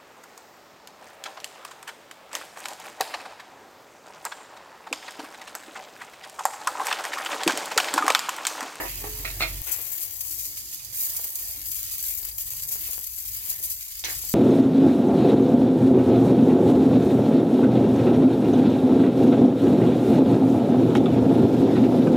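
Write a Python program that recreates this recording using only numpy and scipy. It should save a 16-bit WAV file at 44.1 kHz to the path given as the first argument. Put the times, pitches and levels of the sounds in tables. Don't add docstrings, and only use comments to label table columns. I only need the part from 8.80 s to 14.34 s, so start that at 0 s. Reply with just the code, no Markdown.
import sys
import numpy as np
from scipy import signal
from scipy.io import wavfile
from scipy.ndimage import uniform_filter1d

SR = 44100
rng = np.random.default_rng(int(sys.argv[2]) if len(sys.argv) > 2 else 0)


def nominal_scale(level):
    x = np.asarray(level, float) / 20
    return 10 ** x


def store_wav(level_fs):
    pcm = np.round(np.clip(np.atleast_2d(level_fs), -1, 1) * 32767)
    wavfile.write(sys.argv[1], SR, pcm.T.astype(np.int16))


N = 244314
CUT_S = .818

# (frequency [Hz], left-right [dB])
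PORTS = [(60, -2), (140, -7), (330, -6), (770, -1.5), (1300, 0), (2200, -3.5), (3300, -1), (4700, -11),
         (5600, -3.5), (7000, 3), (8300, 7.5), (9300, -24), (10500, 10.5), (12000, 9), (13500, 4),
         (15500, 5.5)]
# (frequency [Hz], share [0-1])
SAME = [(60, 1), (130, 0.91), (290, 0.77), (640, 0.18), (1400, 0.043), (3000, .05)]
# (frequency [Hz], t60 [s])
KITCHEN = [(250, 0.28), (1000, 0.31), (4000, 0.22), (12000, 0.14)]

# (time [s], rumble [dB], rustle [dB])
PLACE = [
    [(0.0, -48, -29), (0.12, -48.5, -55.5), (0.27, -45.5, -49.5), (0.55, -47, -50), (0.815, -47.5, -54.5)],
    [(0.82, -58, -53), (0.95, -52.5, -62), (1.12, -58, -56.5), (1.95, -53.5, -65.5), (2.27, -56, -54.5),
     (2.5, -61.5, -58), (2.7, -54.5, -57), (3.04, -53, -71), (3.34, -54.5, -61.5), (3.7, -52.5, -63.5),
     (4.08, -56, -59), (4.27, -60, -75), (4.55, -52.5, -68), (4.72, -55.5, -56.5), (5.15, -59.5, -77.5),
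     (5.4, -49, -59.5), (5.54, -56, -64)],
]
# (frequency [Hz], density [dB/Hz])
EARLY_RUMBLE = [(25, -30), (40, -4), (60, 1), (95, 5), (125, -5.5), (150, -2.5), (175, -11), (210, -12.5),
                (300, -6.5), (400, -13), (600, -80)]
# (frequency [Hz], density [dB/Hz])
RUMBLE = [(25, -33), (36, -34), (44, -19), (50, -1), (57, 2), (70, -12), (95, -2.5), (125, -11),
          (160, -17.5), (210, -27), (260, -26), (340, -20), (600, -90)]
# (frequency [Hz], density [dB/Hz])
RUSTLE = [(130, -10), (220, -28), (311, 0), (424, -3), (524, -2), (1010, -1), (1470, -12), (1830, 0),
          (2200, -5.5), (2860, -13), (4840, -120)]
# (frequency [Hz], density [dB/Hz])
DEEP = [(28, -55), (40, -1), (50, -8), (58, -8), (70, -10), (100, -76)]
# (start [s], length [s], level [dB])
SWELLS = [(1.448, 0.88, -65), (2.682, 0.57, -62), (3.93, 0.28, -59.5)]
# (frequency [Hz], density [dB/Hz])
SWELL = [(180, -34), (260, -5), (320, 2), (390, -10.5), (520, -47)]
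# (multiple of the pitch [1], level [dB])
ORDERS = [(0.997, 5), (1.75, -22), (2.001, -5), (2.499, -12), (3.001, -13)]

# (time [s], peak [dB], left-right [dB])
TICKS = [(1.147, -44, -8), (3.427, -44, 19), (3.733, -39, 12), (3.85, -42.5, 15), (3.884, -52, 5),
         (3.91, -45, 21), (3.929, -42, 26), (3.955, -39.5, 27), (4.089, -42, 27), (4.13, -39, 19),
         (4.177, -37.5, 25.5), (4.188, -51, 14), (5.436, -41.5, 25), (5.451, -49, 15)]
# (frequency [Hz], level [dB])
TICK = [(150, -0.5), (400, -1.5), (1500, -4.5), (3000, -9), (8000, -30), (16000, -27)]
# (time [s], level [dB], left-right [dB], t60 [s], ring [Hz], width [Hz])
CLATTER = [(.055, -46, -11, 0.66, 2600, 500), (.868, -42.5, -2, 0.84, 2120, 1500),
           (0.988, -47.5, -11, 0.053, 960, 800), (4.45, -55, 6, 0.035, 1200, 400),
           (4.8, -48, 0, .05, 380, 200), (5.07, -54.5, 0, 0.036, 1200, 400),
           (5.237, -44, 0, .03, 3500, 1500), (5.2395, -27, 3.5, 0.024, 3730, 800),
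           (5.238, -45, -8, .05, 600, 200), (5.241, -38, -2, 0.042, 2220, 700),
           (5.238, -39.5, 0, 0.085, 345, 60), (5.2455, -24.5, -8, 0.038, 6060, 400),
           (5.251, -33.5, -5, 0.051, 4120, 700), (5.255, -39.5, -7, .3, 4600, 3000),
           (5.259, -36, 5, 0.15, 2190, 400), (5.276, -49, 1, 0.085, 330, 40),
           (5.285, -35.5, 4, 0.12, 1920, 250), (5.299, -35, -9, 0.022, 2300, 600),
           (5.318, -46, 4, 0.12, 1200, 400)]
# (frequency [Hz], density [dB/Hz])
CLATTER_COLOUR = [(150, -56), (250, -43), (325, -7), (460, -21), (922, -12), (1200, -19), (1310, -4),
                  (1900, 7), (3160, 2), (3760, -3), (6500, 6), (8500, -18), (17600, -120)]

# (frequency [Hz], density [dB/Hz])
CRACK = [(150, -22), (300, -3), (900, -9), (1600, -8.5), (2300, 3), (3100, -8.5), (4200, 0.5), (5500, -13),
         (8000, -15), (16000, -43)]
# (frequency [Hz], width [Hz], level [dB])
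DRIP = [(800, 460, 5), (453, 110, -18)]
# (frequency [Hz], width [Hz], level [dB])
TUB = [(356, 15, 3), (530, 18, -5.5), (658, 17, -7.5), (800, 30, -19), (974, 19, -4), (1140, 60, -12),
       (1240, 30, -5), (1770, 27, -6), (1920, 34, -17), (2250, 73, -17), (2920, 67, -16)]
# (frequency [Hz], width [Hz], level [dB])
BOARD = [(428, 46, 4), (670, 70, -5), (838, 45, -1.5), (1143, 46, -3), (1285, 40, -10), (1580, 120, -23),
         (1920, 60, -11), (2090, 55, -17), (2290, 60, -15), (2470, 60, -15), (2780, 80, -16)]
# (frequency [Hz], width [Hz], level [dB])
POT = [(653, 34, -6.5), (1160, 36, -18), (1292, 59, 1), (1870, 57, -6.5), (2133, 99, 0.5), (2230, 60, 1.5),
       (2430, 60, 2.5), (2580, 50, -5), (2573, 63, 0.5), (2710, 50, 0.5), (3280, 140, -18), (3660, 99, -4),
       (3710, 61, -4.5), (4100, 88, -5), (4320, 69, -4), (4400, 73, -6), (4670, 92, -15), (5130, 93, -17),
       (5340, 120, -16)]
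# (time [s], level [dB], left-right [dB], rise [s], rattle t60 [s], hardness [dB/octave])
DRIP_BLOWS = [(2.222, -53, -9, 0.0014, .04, -3), (2.343, -46, -12, 0.0016, 0.047, 0),
              (2.392, -40, -5, 0.0018, 0.04, -2), (2.446, -49, -8, 0.0029, 0.084, 0)]
# (time [s], level [dB], left-right [dB], rise [s], rattle t60 [s], hardness [dB/octave])
TUB_BLOWS = [(0, -30, -1.9, 0.002, 0.046, 0.69), (.008, -38, -1.8, 0.0032, 0.081, -1.8),
             (.032, -34, -2, 0.00284, .1, -1.5), (.05, -35.5, -2, 0.0033, 0.054, 0)]
# (time [s], level [dB], left-right [dB], rise [s], rattle t60 [s], hardness [dB/octave])
BOARD_BLOWS = [(0.214, -47, -2, 0.0035, 0.08, 0), (0.239, -34, -5, 0.002, 0.046, 1),
               (.248, -38, -5, .002, 0.064, 2), (.268, -41, -1, 0.0021, 0.065, 1)]
# (time [s], level [dB], left-right [dB], rise [s], rattle t60 [s], hardness [dB/octave],
# how strongly the spot struck wakes the third resonance [dB])
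POT_BLOWS = [(.447, -39.5, -17, 0.0009, 0.05, -11, 6), (.452, -26.5, -2, 0.00061, 0.089, -2.5, -2),
             (.475, -31.5, -7, 0.0018, 0.066, -4.5, -9), (.502, -36.5, -7, 0.00065, .03, 8, -15),
             (.601, -30.5, -8, 0.000986, 0.07, 3, 2), (.606, -23.5, -1, 0.001, 0.098, -3, 2.5),
             (.616, -26, 0, 0.00102, 0.091, -4, 1.5), (.623, -23.5, -4, 0.0007, 0.08, 1, -1),
             (.635, -28, -6, 0.00102, 0.074, -3, -4), (.648, -33, -4.5, 0.0011, 0.24, -4, -17)]

# (time [s], level [dB], pitch [Hz])
BLIPS = [(3.195, -37.5, 4700), (3.254, -41, 4100), (3.431, -37, 4700), (3.451, -42, 2120),
         (3.477, -40, 4700), (3.513, -37.5, 4700), (3.83, -43, 4100), (4.291, -48, 4700)]
# (time [s], fizz between puffs [dB], coarse bubbling [dB], left-right [dB], treble tilt [dB/octave])
FRYING = [(0.0, -34.5, -48, 2, -1.5), (0.79, -36, -47.5, 1, -1.5), (0.86, -37, -50.5, 11.5, -2),
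          (1.15, -33.5, -51.5, 10, 1.5), (1.3, -37, -53, 8.5, -1.5), (1.52, -34.5, -61, 8.5, -2),
          (1.9, -37, -53.5, 2.5, -5.5), (2.11, -39.5, -55, -2, -4.5), (2.17, -28.5, -51, 1, 0.5),
          (2.24, -26.5, -49, 2, 2.5), (2.3, -31.5, -50.5, 1, -0.5), (2.55, -34.5, -55, 2.5, 1),
          (2.7, -32.5, -53.5, 3.5, -2), (2.83, -37, -50, 6, -1), (2.9, -32, -56, 8.5, -0.5),
          (3.1, -34.5, -49, 2, -3), (3.36, -33, -50.5, 9, 1), (3.5, -37.5, -59, 6.5, 0),
          (3.83, -38.5, -61, 6, -2.5), (4.05, -31, -45.5, 5.5, 0.5), (4.22, -37, -58, 6.5, -1),
          (4.4, -34, -54, 6.5, -1.5), (4.7, -34.5, -48.5, 5, 0.5), (5.0, -37, -61, 4.5, -2),
          (5.24, -39, -55, 4.5, -6), (5.32, -34.5, -45.5, 6, -4), (5.54, -30, -55.5, 6.5, -4)]
# (peak time [s], peak [dB], width [s])
PUFFS = [(0.881, -30.5, 0.018), (0.927, -25, 0.018), (1.069, -31.5, 0.0069), (1.122, -28.5, 0.0097),
         (1.184, -31, 0.0087), (1.23, -28.5, 0.025), (1.307, -42, 0.0072), (1.45, -36, 0.0092),
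         (1.472, -33, 0.014), (1.524, -31.5, 0.034), (1.598, -29.5, 0.03), (1.655, -28.5, 0.015),
         (1.726, -54, 0.0051), (1.743, -47, 0.0078), (1.778, -33, 0.016), (1.939, -32.5, 0.018),
         (2.019, -55, 0.007), (2.137, -33, 0.021), (2.204, -28, 0.02), (2.247, -29, 0.028),
         (2.297, -27, 0.0099), (2.37, -27, 0.016), (2.443, -27.5, 0.0098), (2.478, -30.5, 0.0087),
         (2.558, -24.5, 0.0067), (2.598, -33.5, 0.04), (2.701, -36, 0.0097), (2.736, -34, 0.0056),
         (2.871, -28.5, 0.0066), (2.931, -34, 0.012), (2.968, -34, 0.016), (2.991, -36, 0.021),
         (3.051, -33, 0.029), (3.126, -27.5, 0.018), (3.149, -27, 0.0056), (3.195, -31, 0.015),
         (3.233, -30, 0.0094), (3.277, -28, 0.05), (3.332, -35, 0.011), (3.381, -30, 0.011),
         (3.452, -30.5, 0.0082), (3.49, -35.5, 0.011), (3.611, -28.5, 0.019), (3.672, -32, 0.019),
         (3.724, -32.5, 0.033), (3.77, -33, 0.034), (3.797, -34.5, 0.014), (3.835, -27.5, 0.0087),
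         (3.889, -26.5, 0.0073), (3.924, -26, 0.022), (4.132, -28.5, 0.019), (4.191, -39, 0.0031),
         (4.242, -31, 0.0048), (4.27, -26, 0.0038), (4.384, -36, 0.015), (4.458, -30, 0.006),
         (4.485, -30, 0.0074), (4.547, -34, 0.0078), (4.568, -35, 0.014), (4.663, -31.5, 0.022),
         (4.701, -26, 0.019), (4.842, -24.5, 0.02), (4.915, -27.5, 0.022), (4.965, -41, 0.0053),
         (5.026, -38, 0.055), (5.121, -41, 0.02), (5.173, -40, 0.012), (5.196, -32, 0.0089),
         (5.247, -33, 0.013), (5.308, -29, 0.03), (5.335, -32, 0.009), (5.495, -36.5, 0.066)]
# (start [s], level [dB], fall [s])
SPITS = [(1.406, -23, 0.0049), (2.047, -28, 0.0044), (2.815, -29.5, 0.0046), (2.855, -26, .004),
         (2.914, -22, 0.0052), (3.581, -24.5, 0.0074), (3.822, -26.5, 0.0062)]
# (time [s], level [dB], left-right [dB])
SNAPS = [(0.8695, -33, 21), (0.9625, -20, 13.5), (1.0166, -15, 8), (1.0391, -33, 15), (1.3111, -21, 14),
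         (1.3357, -24, 13), (1.3984, -34, 12), (1.4331, -25, 8), (1.465, -24, 11), (1.6337, -20, 13),
         (1.7254, -33, 10), (2.3673, -21, 6), (2.4892, -28, 10), (3.031, -16, 10), (3.0879, -31, 4),
         (3.1824, -14, 2), (3.228, -18, 10), (3.491, -27, 5), (3.7056, -15, 7), (3.7356, -16, -3),
         (3.7979, -40, 7), (3.8529, -22, -17), (3.8766, -22, 16), (3.933, -21, 6), (3.9573, -17, 6),
         (4.111, -18, 19), (4.144, -25, 11), (4.158, -22, 10), (4.1735, -19, 11), (4.181, -23, 13),
         (4.1914, -21, 14), (4.2868, -30, 12), (4.665, -28, 10), (4.8164, -37, 11), (5.0503, -26, 8),
         (5.2744, -22, 9), (5.3554, -30, 16), (5.4517, -16, 10), (5.4955, -16, 13), (5.5104, -27, 7)]
# (frequency [Hz], density [dB/Hz])
FIZZ = [(2350, -41.5), (4000, -18.5), (4260, -18.5), (4670, -8.5), (5000, -10), (5500, -12), (6000, -6.5),
        (7510, -6), (9820, -8), (11300, -4), (11900, -0.5), (15200, 1), (15700, -1)]
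# (frequency [Hz], density [dB/Hz])
BUBBLE = [(760, -22.5), (1300, -14.5), (1620, -10.5), (2080, -3), (2700, -3), (3300, -4.5), (3920, -2.5),
          (4240, -1), (4620, -3), (5500, -5), (7150, -5.5), (12100, -120)]


def evened(x):
    return x / np.sqrt(np.mean(x ** 2) + 1e-20)


def read(points, hz):
    f, value = np.transpose(points)
    return np.interp(np.log(hz + 1), np.log(f + 1), value)


def along(rows):
    s, *columns = np.transpose(rows)
    return [np.interp(np.arange(N) / SR, s, c) for c in columns]


def add(mix, s, sound):
    part = mix[..., round(s * SR):][..., :sound.shape[-1]]
    part += sound[..., :part.shape[-1]]


def sides(pan_db):
    return nominal_scale(np.array([pan_db / 2, -pan_db / 2]))


def scattered(db, spread_db, count):
    when, size = rng.random((count, 2)).T
    times_s = CUT_S + when * (N / SR - CUT_S - .01)
    return list(zip(times_s, db - spread_db * np.log(size + .02)))


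def impulse(points, side=0):
    hz = np.fft.rfftfreq(4096, 1 / SR)
    plain_db = np.maximum(read(points, hz), -100)
    db = plain_db + side * read(PORTS, hz) / 2
    log_gain = np.log(nominal_scale(np.r_[db, db[-2:0:-1]]))
    taps = np.fft.ifft(np.exp(np.conj(signal.hilbert(log_gain)))).real[:2048]
    return taps / np.sqrt(np.mean(nominal_scale(2 * plain_db)))


def ported(x, points):
    left = signal.oaconvolve(x[0], impulse(points, 1))[:N]
    right = signal.oaconvolve(x[1], impulse(points, -0.37))[:N]
    return np.array([left, right])


def tilted(x, tilt_db, pivot_hz):
    hz, t, z = signal.stft(x, SR, nperseg=256)
    slope_db = tilt_db[np.minimum((t * SR).astype(int), N - 1)]
    octaves = np.log2((hz + 1) / pivot_hz).clip(-2)
    return signal.istft(z * nominal_scale(np.outer(octaves, slope_db)), SR, nperseg=256)[1][:, :N]


def diffuse(points, patchy_db, size):
    frames, hz = 4 * N // size + 5, np.fft.rfftfreq(size, 1 / SR)
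    a, b, c, d, patches = rng.standard_normal((frames, len(hz), 5)).T
    patches = uniform_filter1d(patches, size=15, axis=0)
    patches = evened(uniform_filter1d(patches, size=5, axis=1))
    same = np.clip(read(SAME, hz), -1, 1)[:, None]
    left = a + 1j * b
    right = same * left + np.sqrt(1 - same ** 2) * (c + 1j * d)
    colour = nominal_scale(read(points, hz)[:, None] + patchy_db * patches)
    z = np.array([left, right]) * colour * sides(read(PORTS, hz))[:, :, None]
    return evened(signal.istft(z, nperseg=size, noverlap=size * 3 // 4)[1][:, :N])


def kitchen(x, faster, sets_per_s, count):
    size, out = int(SR / 2 / faster), np.zeros((2, N))
    for k in range(count):
        taps = np.zeros((2, size))
        at = np.arange(20, size - 20, 20) + rng.integers(0, 20, (2, (size - 21) // 20))
        np.put_along_axis(taps, at, rng.choice([-1., 1.], at.shape), 1)
        hz, t, z = signal.stft(taps, SR, nperseg=256)
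        decay = nominal_scale(-60 * faster * t / read(KITCHEN, hz)[:, None])
        tail = signal.istft(z * decay, SR, nperseg=256)[1]
        turn = (sets_per_s * np.arange(N) / SR - k) % count - 1
        fed = x * np.cos(np.pi / 2 * turn.clip(-1, 1))
        out += signal.oaconvolve(fed, tail / np.linalg.norm(tail[0]), axes=1)[:, :N]
    return out


def place():
    rumble_db, rustle_db = along(PLACE[0] + PLACE[1])
    early = np.arange(N) < CUT_S * SR
    early_rumble = diffuse(EARLY_RUMBLE, patchy_db=0.0, size=8192)
    late_rumble = diffuse(RUMBLE, patchy_db=-2.5, size=8192)
    rumble = np.where(early, early_rumble, late_rumble)
    return rumble * nominal_scale(rumble_db) + diffuse(RUSTLE, patchy_db=2.0, size=2048) * nominal_scale(rustle_db)


def deep():
    from_s, rise_s, level_db = 2.55, 0.11, -55
    t = np.arange(N) / SR
    fade = np.clip((t - from_s) / rise_s, 0, 1)
    return nominal_scale(level_db) * fade * diffuse(DEEP, patchy_db=0.0, size=8192)


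def swells():
    rise_share = 0.058
    level = np.zeros(N)
    for s, length_s, db in SWELLS:
        u = np.arange(0, 1, 1 / (length_s * SR))
        add(level, s, nominal_scale(db) * np.minimum(u / rise_share, 1) * np.cos(np.pi / 2 * u))
    return level * diffuse(SWELL, patchy_db=5.0, size=2048)


def drone():
    pitch_hz, sag_hz_per_s, rise_s = 46.74, 1.74, 0.05
    level_db, swell_db_per_s = -50, 10.5
    t = np.arange(N) / SR
    turns = np.cumsum(pitch_hz - sag_hz_per_s * t) / SR
    level = nominal_scale(level_db + swell_db_per_s * t) * np.minimum(t / rise_s, 1) * (t < CUT_S)
    hum = sum(nominal_scale(db) * np.sin(2 * np.pi * (k * turns + rng.random())) for k, db in ORDERS)
    return np.sqrt(2) * level * hum * sides(-0.65)[:, None]


def ticks():
    lag_s = 0.00252
    mix, click = np.zeros((2, N)), impulse(TICK)
    for s, db, pan_db in TICKS:
        add(mix, s + lag_s, nominal_scale(db) * sides(pan_db)[:, None] * click / abs(click).max())
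    return mix


def clatter(rows, colour_db, tick_db):
    mix, t = np.zeros((2, N)), np.arange(SR // 2) / SR
    floor = signal.butter(4, 286, "high", fs=SR, output="sos")
    for s, db, pan_db, t60, hz, width in rows:
        ring = np.exp(-np.pi * width * t[:2048]) * np.sin(2 * np.pi * hz * t[:2048])
        colour = ring / np.linalg.norm(ring) + nominal_scale(colour_db) * impulse(CLATTER_COLOUR)
        rattle = rng.standard_normal((2, len(t))) * nominal_scale(-60 * t / t60)
        add(rattle, 0, nominal_scale(tick_db) * np.ones((2, 1)))
        noise = signal.sosfilt(floor, signal.fftconvolve(rattle, colour[None], axes=1))
        add(mix, s, nominal_scale(db) * sides(pan_db)[:, None] * noise)
    return mix


def modes(peaks, hard_db, spot_db, t):
    port_turn_rad = 1.4
    ring = np.zeros((2, len(t)))
    for i, (hz, width, level_db) in enumerate(peaks):
        woken_db = spot_db if i == 2 else 0
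        gain = rng.choice([-1, 1]) * nominal_scale(level_db + woken_db + hard_db * np.log2(hz / 1500)) * width
        phase = port_turn_rad * rng.uniform(-0.92, 1) * np.array([[.5], [-.5]])
        ring += gain * np.exp(-np.pi * width * t) * np.sin(2 * np.pi * hz * t + phase)
    return ring / np.linalg.norm(ring[0])


def struck(peaks, blows, crack_db, strike_db, hum=None):
    mix, t = np.zeros((2, N)), np.arange(SR // 2) / SR
    for s, db, pan_db, rise_s, t60, hard_db, *spot in blows:
        ring = modes(peaks, hard_db, sum(spot), t[:4000])
        add(ring, 0, nominal_scale(crack_db) * impulse(CRACK))
        rattle = rng.standard_normal(len(t)) * (1 - np.exp(-t / max(rise_s, .0005)))
        rattle *= nominal_scale(-60 * t / max(t60, .02))
        add(rattle, max(rise_s, 0), nominal_scale(strike_db) * np.ones(1))
        sound = signal.fftconvolve(rattle[None], ring, axes=1)[:, :len(t)]
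        if hum:
            hum_hz, hum_t60, hum_db, hum_rise_s = hum
            tone = np.sin(2 * np.pi * hum_hz * (t + s)) * np.minimum(t / hum_rise_s, 1)
            sound += nominal_scale(hum_db - 60 * t / hum_t60) * tone
        late_right = np.r_[np.zeros(4), sound[1, :-4]]
        add(mix, s, nominal_scale(db) * sides(pan_db)[:, None] * np.array([sound[0], late_right]))
    return mix


def drip():
    return struck(DRIP, DRIP_BLOWS, crack_db=-22, strike_db=15)


def knocks():
    # (frequency [Hz], t60 [s], level under the blow [dB], rise [s])
    tub = struck(TUB, TUB_BLOWS, crack_db=-19, strike_db=25.3, hum=(359.5, 0.34, -15, -0.2))
    board = struck(BOARD, BOARD_BLOWS, crack_db=-22, strike_db=25.3, hum=(426, 0.7, -12, .003))
    pot = struck(POT, POT_BLOWS, crack_db=-4.5, strike_db=22.3, hum=(655, 0.5, -25.5, 0.44))
    return tub + board + pot


def blips():
    centre_hz, scatter_hz, width_hz, t60_s = 4700, 300, 280, 0.043
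    small = [(s, db, centre_hz + scatter_hz * rng.standard_normal())
             for s, db in scattered(-50, 1.3, count=50)]
    rows = [(s, db, 0, t60_s, hz, width_hz) for s, db, hz in BLIPS + small]
    return clatter(rows, colour_db=-20, tick_db=12)


def bursts(per_s, spread_db, shared):
    draw, size, sign = rng.random((N, 3, 3)).T
    sizes = nominal_scale(spread_db * np.minimum(-np.log(size + 1e-9), 5))
    clicks = (draw < per_s / SR) * sizes * np.sign(sign - .5)
    both, shared = clicks[2], np.clip(shared, 0, 1)
    common = np.array([both, np.roll(both, 4)])
    return evened(np.sqrt(1 - shared) * clicks[:2] + np.sqrt(shared) * common)


def snap(db, pan_db):
    return nominal_scale(db) * sides(pan_db)[:, None] * rng.choice([-1, 1]) * np.array((1.7, -1.3))


def snaps():
    small_pan_db, pan_scatter_db = 20, 4
    mix = np.zeros((2, N))
    for s, db, pan_db in SNAPS:
        add(mix, s, snap(db, pan_db))
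    for s, db in scattered(-25, -12, count=60):
        add(mix, s, snap(db, small_pan_db + pan_scatter_db * rng.standard_normal()))
    add(mix, CUT_S, snap(-19.5, 18))
    return ported(mix, FIZZ)


def add_puffs(fine, coarse):
    coarse_db, coarse_follows, usual_db = -48, 0.15, -20.5
    swell, fall, tail = 0.55, 0.72, 1
    small = [(s, db, 0.01) for s, db in scattered(-41, -0.5, count=30)]
    for s, db, width_s in PUFFS + small:
        u = np.arange(-2, 4, 1 / (width_s * SR))
        shape = np.exp(-np.where(u < 0, (u / swell) ** 2, (abs(u) / fall) ** tail))
        add(fine, s - 2 * width_s, nominal_scale(2 * db) * shape)
        puff_coarse_db = coarse_db + coarse_follows * (db - usual_db)
        add(coarse, s - 2 * width_s, nominal_scale(2 * puff_coarse_db) * shape)


def add_spits(fine, coarse):
    rise_s, coarse_under_db = 0.00049, -19
    for s, db, fall_s in SPITS:
        t = np.arange(0, 6 * fall_s, 1 / SR)
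        shape = np.minimum(t / rise_s, 1) * np.exp(-t / fall_s)
        add(fine, s, nominal_scale(2 * db) * shape)
        add(coarse, s, nominal_scale(2 * (db + coarse_under_db)) * shape)


def frying():
    fizz_db, coarse_db, pan_db, tilt_db = along(FRYING)
    pan_db = pan_db - pan_db.mean()
    fine, coarse = nominal_scale(2 * fizz_db), nominal_scale(2 * coarse_db)
    add_puffs(fine, coarse)
    add_spits(fine, coarse)
    flutter = nominal_scale(1.08 * evened(uniform_filter1d(rng.standard_normal(N), size=250)))
    hiss = bursts(4500, 3.3, shared=0.5) * np.sqrt(fine) * flutter * sides(pan_db)
    gurgle = bursts(5000, 4.4, shared=0.53) * np.sqrt(coarse) * flutter
    dry = tilted(ported(hiss, FIZZ), tilt_db, pivot_hz=10200) + ported(gurgle, BUBBLE)
    snapping = snaps()
    echo = kitchen(dry + nominal_scale(-28) * snapping, faster=5, sets_per_s=14, count=8)
    return dry + snapping + nominal_scale(-3.0) * echo


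def scene():
    background = place() + deep() + swells() + drone()
    near = ticks() + clatter(CLATTER, colour_db=-6, tick_db=11)
    far = knocks()
    echo = kitchen(nominal_scale(-7.5) * far + nominal_scale(-4.0) * near, faster=1.5, sets_per_s=0.41, count=2)
    return background + near + nominal_scale(-1.5) * far + echo + drip() + blips() + frying()


def top_cut(x):
    return signal.sosfilt(signal.butter(12, 17100, fs=SR, output="sos"), x)


def record(dry):
    low_pass = signal.firwin(1023, 15880, window=("kaiser", 5), fs=SR)
    limited = signal.oaconvolve(dry, low_pass[None], "same")
    return top_cut(limited)


dry = scene()
out = record(dry)
store_wav(out)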